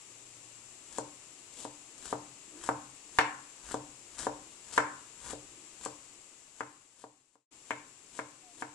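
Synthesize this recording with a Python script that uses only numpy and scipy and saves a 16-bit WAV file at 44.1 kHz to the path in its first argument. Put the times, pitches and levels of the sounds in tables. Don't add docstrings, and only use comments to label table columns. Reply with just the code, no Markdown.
import sys
import numpy as np
from scipy import signal
from scipy.fft import rfft, irfft, next_fast_len
from scipy.io import wavfile
from scipy.ndimage import uniform_filter1d

SR = 44100
rng = np.random.default_rng(int(sys.argv[2]) if len(sys.argv) > 2 else 0)


def master_out(mix):
    frames = np.transpose(np.atleast_2d(mix))
    ceiling = np.clip(frames, -1, 1)
    pcm = np.round(ceiling * 32767).astype(np.int16)
    wavfile.write(sys.argv[1], SR, pcm)


N = 385434

# [contact t/s, knock level/dB, hardness f/Hz, crunch level/dB, crunch lead/s, arm lean/dB]
KNIFE_STROKES = [(0.9849, -19, 860, -55.5, 0.016, -54.5), (1.6512, -26, 860, -55, 0.047, -59),
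                 (2.1277, -16.5, 870, -54, 0.063, -51.5), (2.6898, -10.5, 1060, -55, 0.042, -48.5),
                 (3.1867, 0.5, 2434, -56, 0.0027, -54.5), (3.7430, -18, 780, -53.5, 0.034, -46.5),
                 (4.2685, -15, 980, -51.5, .055, -47), (4.7781, -2.5, 1850, -51, 0.026, -48.5),
                 (5.3330, -28.5, 624, -53, 0.064, -46.5), (5.8609, -23, 1070, -55, 0.003, -50.5),
                 (6.607, -13, 1630, -62, 0.0028, -60), (7.0404, -21.5, 923, -59.5, 0.027, -59.5),
                 (7.3553, -26.5, 997, -61.5, .005, -63), (7.7073, -15, 2250, -66, .004, -67.5),
                 (8.1910, -18.5, 1780, -61, 0.014, -62), (8.6230, -19.5, 1560, -62.5, 0.008, -64)]
# [t/s, level/dB]
LAYER_SNAPS = [(0.9844, -30), (2.662, -40), (4.19, -34), (4.2023, -45), (5.8512, -34)]
# [f/Hz, width/Hz, level/dB, left minus right/dB, bearing (<= -1 right, >= 1 left)]
BOARD_MODES = [(134.1, 19, -20, -3.5, 1), (300.2, 11, 2, 2.5, -3.8), (462.7, 23, -2, -2, 0.41),
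               (548, 53, -2.5, 6, -1.2), (654, 17, -9.5, -7.5, 0.89), (797, 58, -12.5, 11, -0.7),
               (784, 200, -14.5, 8, -2.8), (922, 15, -2.5, 7, 0.39), (963, 23, -10, -13.5, 0.28),
               (1065, 110, 2.5, 4.5, 0.64), (1148, 55, -9, -9.5, -2.5), (1360, 77, -2, -12, 0.98),
               (1400, 14, -9, 19, -0.26), (1534, 60, -1.5, -1.5, 0.29), (1652, 220, -5.5, -10, 0.23),
               (1730, 110, -10.5, 15.5, -1.3), (1950, 70, -14.5, 13.5, .4), (2140, 17, -7, -11.5, 0.031),
               (2280, 18, -11.5, 15, 1), (2250, 78, -23, 10, -1.3), (2840, 300, -31, -14, 0.82),
               (3430, 170, -28, 5.5, -1.3)]
# [f/Hz, relative level/dB]
CRUNCH_SPECTRUM = [(30, -2), (80, -4), (180, 9.5), (300, 12.5), (620, 6.5), (1000, 3.5), (1500, -20),
                   (2100, -1.5), (3200, 5.5), (5000, -0.5), (8000, -4.5), (10000, 0), (12000, -14)]
# [f/Hz, width/Hz, level/dB]
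ROOM_MODES = [(127.5, 3.5, 11.5), (132.5, 4, 12.5), (255, 7, -4), (298, 11, -1.5), (316, 11, 3.5)]
# [delay/s, left level/dB, right level/dB]
REFLECTIONS = [(.0042, -7, -12), (.0092, -15, -18), (.0268, -16, -18)]
# [f/Hz, t60/s]
ROOM_DECAY = [(150, 0.91), (400, 0.33), (1100, 0.53), (2500, 0.38), (5000, 0.27), (10000, 0.16)]
# [t/s, level/dB]
FINGER_GRIPS = [(.2, -74), (1.95, -73), (2.56, -64), (4.0, -82), (5.62, -65.5), (8.52, -68.5)]
# [f/Hz, relative level/dB]
HISS_SPECTRUM = [(25, -1), (60, -7), (125, 2), (190, -2), (350, 1), (630, -1), (1200, 0), (1550, -4.5),
                 (2200, -1), (2800, 1.5), (3200, -3.5), (7000, -7.5), (9700, -10.5), (12000, -15)]

FADE_START_S, SILENT_S, RETURN_S, FADE_IN_S = 5.9, 7.465, 7.508, .017
TOP_HZ = 11600
TIME_S = np.arange(N) / SR
N_FFT = next_fast_len(N + SR)
FREQ_HZ = np.maximum(np.fft.rfftfreq(N_FFT, 1 / SR), 1e-3)


def knocks(wood, rattle_db=-12, rattle_s=.0044, click_s=.0016, neutral_db=-15, weight_hz=600):
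    t = TIME_S[:SR // 20]
    ring, impulse = irfft(wood[0], N_FFT)[:len(t)], signal.unit_impulse(len(t))
    burst = lambda decay_s: noise_burst(t, decay_s) / np.sqrt(decay_s * SR / 2)
    force, rattle, steel = np.zeros(N), np.zeros((2, N)), np.zeros(N)
    for at_s, db, hard_hz, *_ in KNIFE_STROKES:
        blow = impulse + undb(-19) * burst(.0011)
        push = signal.lfilter(*signal.butter(3, hard_hz, fs=SR), blow)
        bass_gain = undb(.55 * (neutral_db - db))
        push = push + (bass_gain - 1) * signal.lfilter(*signal.butter(1, weight_hz, fs=SR), push)
        gain = undb(db) / np.abs(signal.fftconvolve(push, ring)).max()
        add(force, at_s, gain * push)
        shared = burst(rattle_s)
        for channel in rattle:
            shiver = shared + undb(-4) * burst(rattle_s)
            add(channel, at_s, gain * signal.fftconvolve(push, shiver)[:len(t)])
        click_gain = gain * hardness_gain(hard_hz, bare_db=-53, db_per_octave=6)
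        add(steel, at_s, click_gain * noise_burst(t, click_s))
    body = filtered(-force, wood) + undb(rattle_db) * filtered(rattle, resonance(1000, 2100) ** 2)
    return body + pan(4) * filtered(steel, resonance(4400, 6200))


def board_response(port_gap_s=.00025):
    response = 0
    for hz, width_hz, db, pan_db, bearing in BOARD_MODES:
        arrival = np.array([delay(0), delay(port_gap_s * np.clip(bearing, -1, 1))])
        response += undb(db) * pan(pan_db) * resonance(hz, width_hz) * arrival
    return response


def bounces(wood, lag_s=.0069):
    hits, high_modes = np.zeros(N), wood * resonance(2200, 900) ** 2
    for at_s, _, hard_hz, *_ in KNIFE_STROKES:
        add(hits, at_s + lag_s, [hardness_gain(hard_hz, bare_db=-14.5, db_per_octave=24.5)])
    return filtered(hits, high_modes) / np.abs(irfft(high_modes, N_FFT)).max()


def hardness_gain(hard_hz, bare_db, db_per_octave, bare_hz=2800):
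    return undb(bare_db + db_per_octave * np.log2(hard_hz / bare_hz))


def crunch(wood, cells_per_s=3500, scatter_db=6, clump_db=2.36, tear_db=-6, rasp_db=-14, rumble_db=-10):
    effort, pressure = np.zeros(N), np.zeros(N)
    for at_s, _, _, db, lead_s, lean_db in KNIFE_STROKES:
        cut = cut_envelope(at_s, lead_s)
        effort += undb(db) * cut
        pressure += undb(lean_db) * cut
    pops = (rng.random(N) < cells_per_s / SR) * rng.choice([-1, 1], N)
    pops = pops * undb(scatter_db * np.minimum(rng.exponential(size=N), 4))
    tearing = undb(tear_db) * rng.standard_normal(N)
    cells = (unit_rms(pops) + tearing) * undb(clump_db * drift(160))
    shadow = pan(6) ** (FREQ_HZ / (FREQ_HZ + 1500))
    airborne = filtered(cells * effort, shadow * unit_rms(spectrum(CRUNCH_SPECTRUM)))
    rasp = undb(rasp_db) * unit_rms(np.abs(resonance(1450, 600)) ** 2)
    board_and_blade = filtered(cells * pressure, 2 * wood * resonance(1400, 2400) + rasp)
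    rumble = unit_rms(filtered(diffuse_noise(90), resonance(55, 36) ** 2))
    return airborne + board_and_blade + undb(rumble_db) * rumble * uniform_filter1d(pressure, SR // 10)


def cut_envelope(contact_s, lead_s, build_s=.041, ease_s=.16, release_s=.0047):
    past_peak_s = TIME_S - (contact_s - lead_s)
    release = np.maximum(TIME_S - contact_s, 0) / release_s
    return np.exp(np.minimum(past_peak_s / build_s, -past_peak_s / ease_s) - release)


def snaps(per_cut=3, over_crunch_db=6, spread_s=.028, scatter_db=3, decay_s=.0005):
    cracks, t = np.zeros(N), TIME_S[:SR // 100]
    lesser = [(min(at_s, at_s - lead_s + spread_s * when), db + over_crunch_db + scatter_db * size)
              for at_s, _, _, db, lead_s, _ in KNIFE_STROKES
              for when, size in rng.standard_normal((per_cut, 2))]
    for at_s, db in LAYER_SNAPS + lesser:
        crack = noise_burst(t, decay_s)
        add(cracks, at_s, undb(db) * crack / np.abs(crack).max())
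    return pan(5) * filtered(cracks, resonance(4500, 12000) * spectrum([(9000, 7.5), (12000, -10.5)]))


def kitchen(direct, tail_db=-4, onset_s=.0015, build_s=.012, mode_lag_s=.01167):
    early = sum(undb([[left_db], [right_db]]) * delay(lag_s) for lag_s, left_db, right_db in REFLECTIONS)
    standing = sum(undb(db) * resonance(hz, width_hz) for hz, width_hz, db in ROOM_MODES)
    hz, t, noise_bins = signal.stft(diffuse_noise(900)[:, :SR], SR, nperseg=256)
    t60_s = np.interp(hz, *np.transpose(ROOM_DECAY))
    decay = np.exp(-np.log(1000) * t / t60_s[:, None])
    onset = np.clip((TIME_S[:SR] - onset_s) / build_s, 0, 1)
    tail = signal.istft(noise_bins * decay, SR)[1][:, :SR] * onset
    tone = spectrum([(100, -5), (300, -6), (600, -1), (1100, -5.5),
                     (2200, -6.5), (5000, 4.5), (10000, -1.5)])
    late = rfft(tail, N_FFT) * tone / np.sqrt(SR / 50)
    return filtered(direct, 1 + early + standing * delay(mode_lag_s) + undb(tail_db) * late)


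def hand_rub(rest_db=-72.5, grip_half_s=.09, waver_db=3.5):
    grips = sum(undb(db) * np.exp(-((TIME_S - at_s) / grip_half_s) ** 2) for at_s, db in FINGER_GRIPS)
    friction = unit_rms(filtered(diffuse_noise(900), resonance(320, 160) ** 2))
    return friction * (undb(rest_db) + grips) * undb(waver_db * drift(21))


def faint_tone(start_s, end_s, from_hz, to_hz, db):
    progress = np.clip((TIME_S - start_s) / (end_s - start_s), 0, 1)
    swell = np.sqrt(np.abs(np.sin(np.pi * progress)))
    hz = np.interp(TIME_S, [start_s, end_s], [from_hz, to_hz]) * (1 + .0046 * drift(26))
    return undb(db) * swell * np.sin(2 * np.pi * np.cumsum(hz) / SR)


def hiss(early_db=-59.5, late_db=-63):
    noise = unit_rms(filtered(diffuse_noise(900), spectrum(HISS_SPECTRUM) * (FREQ_HZ < TOP_HZ)))
    return noise * undb(np.where(TIME_S < RETURN_S, early_db, late_db))


def diffuse_noise(coherent_hz):
    coherence = 1 / (1 + (FREQ_HZ / coherent_hz) ** 2)
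    mid, side = filtered(rng.standard_normal((2, N)), np.sqrt([1 + coherence, 1 - coherence]))
    return np.array([mid + side, mid - side]) / np.sqrt(2)


def noise_burst(t, decay_s):
    return rng.standard_normal(len(t)) * np.exp(-t / decay_s)


def drift(rate_hz):
    return np.interp(TIME_S * rate_hz, np.arange(1000), rng.standard_normal(1000))


def resonance(hz, width_hz):
    return 1 / (1 + 1j * (FREQ_HZ ** 2 - hz ** 2) / (FREQ_HZ * width_hz))


def spectrum(points):
    hz, db = np.transpose(points)
    return undb(np.interp(np.log(FREQ_HZ), np.log(hz), db))


def delay(lag_s):
    return np.exp(-2j * np.pi * FREQ_HZ * lag_s)


def filtered(x, response):
    return irfft(rfft(x, N_FFT) * response, N_FFT)[..., :N]


def pan(db):
    return undb(np.array([[db], [-db]]) / 2)


def add(track, at_s, sound):
    i = int(at_s * SR)
    track[i:i + len(sound)] += sound[:max(0, N - i)]


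def undb(db):
    return 10 ** (np.asarray(db) / 20)


def unit_rms(x):
    return x / np.sqrt(np.mean(x ** 2))


def scene():
    wood = board_response()
    hum = faint_tone(.03, .8, from_hz=118, to_hz=116, db=-68)
    squeak = faint_tone(8.425, 8.535, from_hz=765, to_hz=690, db=-60)
    chopping = knocks(wood) + bounces(wood) + crunch(wood) + snaps()
    return kitchen(chopping) + hiss() + hand_rub() + hum + squeak


def record(dry, port_hz=7500, port_width_hz=950, port_db=21, ceiling=.28, knee=4):
    port = 1 + undb(port_db) * resonance(port_hz, port_width_hz) * (1j * FREQ_HZ / port_hz) ** -.15
    sound = np.array([filtered(dry[0], port), dry[1]])
    clipped = sound / (1 + np.abs(sound / ceiling) ** knee) ** (1 / knee)
    fader = np.interp(TIME_S, [FADE_START_S, SILENT_S, RETURN_S, RETURN_S + FADE_IN_S], [1, 0, 0, 1])
    lowpass = signal.ellip(10, .2, 70, TOP_HZ, fs=SR, output="sos")
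    return signal.sosfilt(lowpass, clipped * fader)


dry = scene()
out = record(dry)
master_out(out)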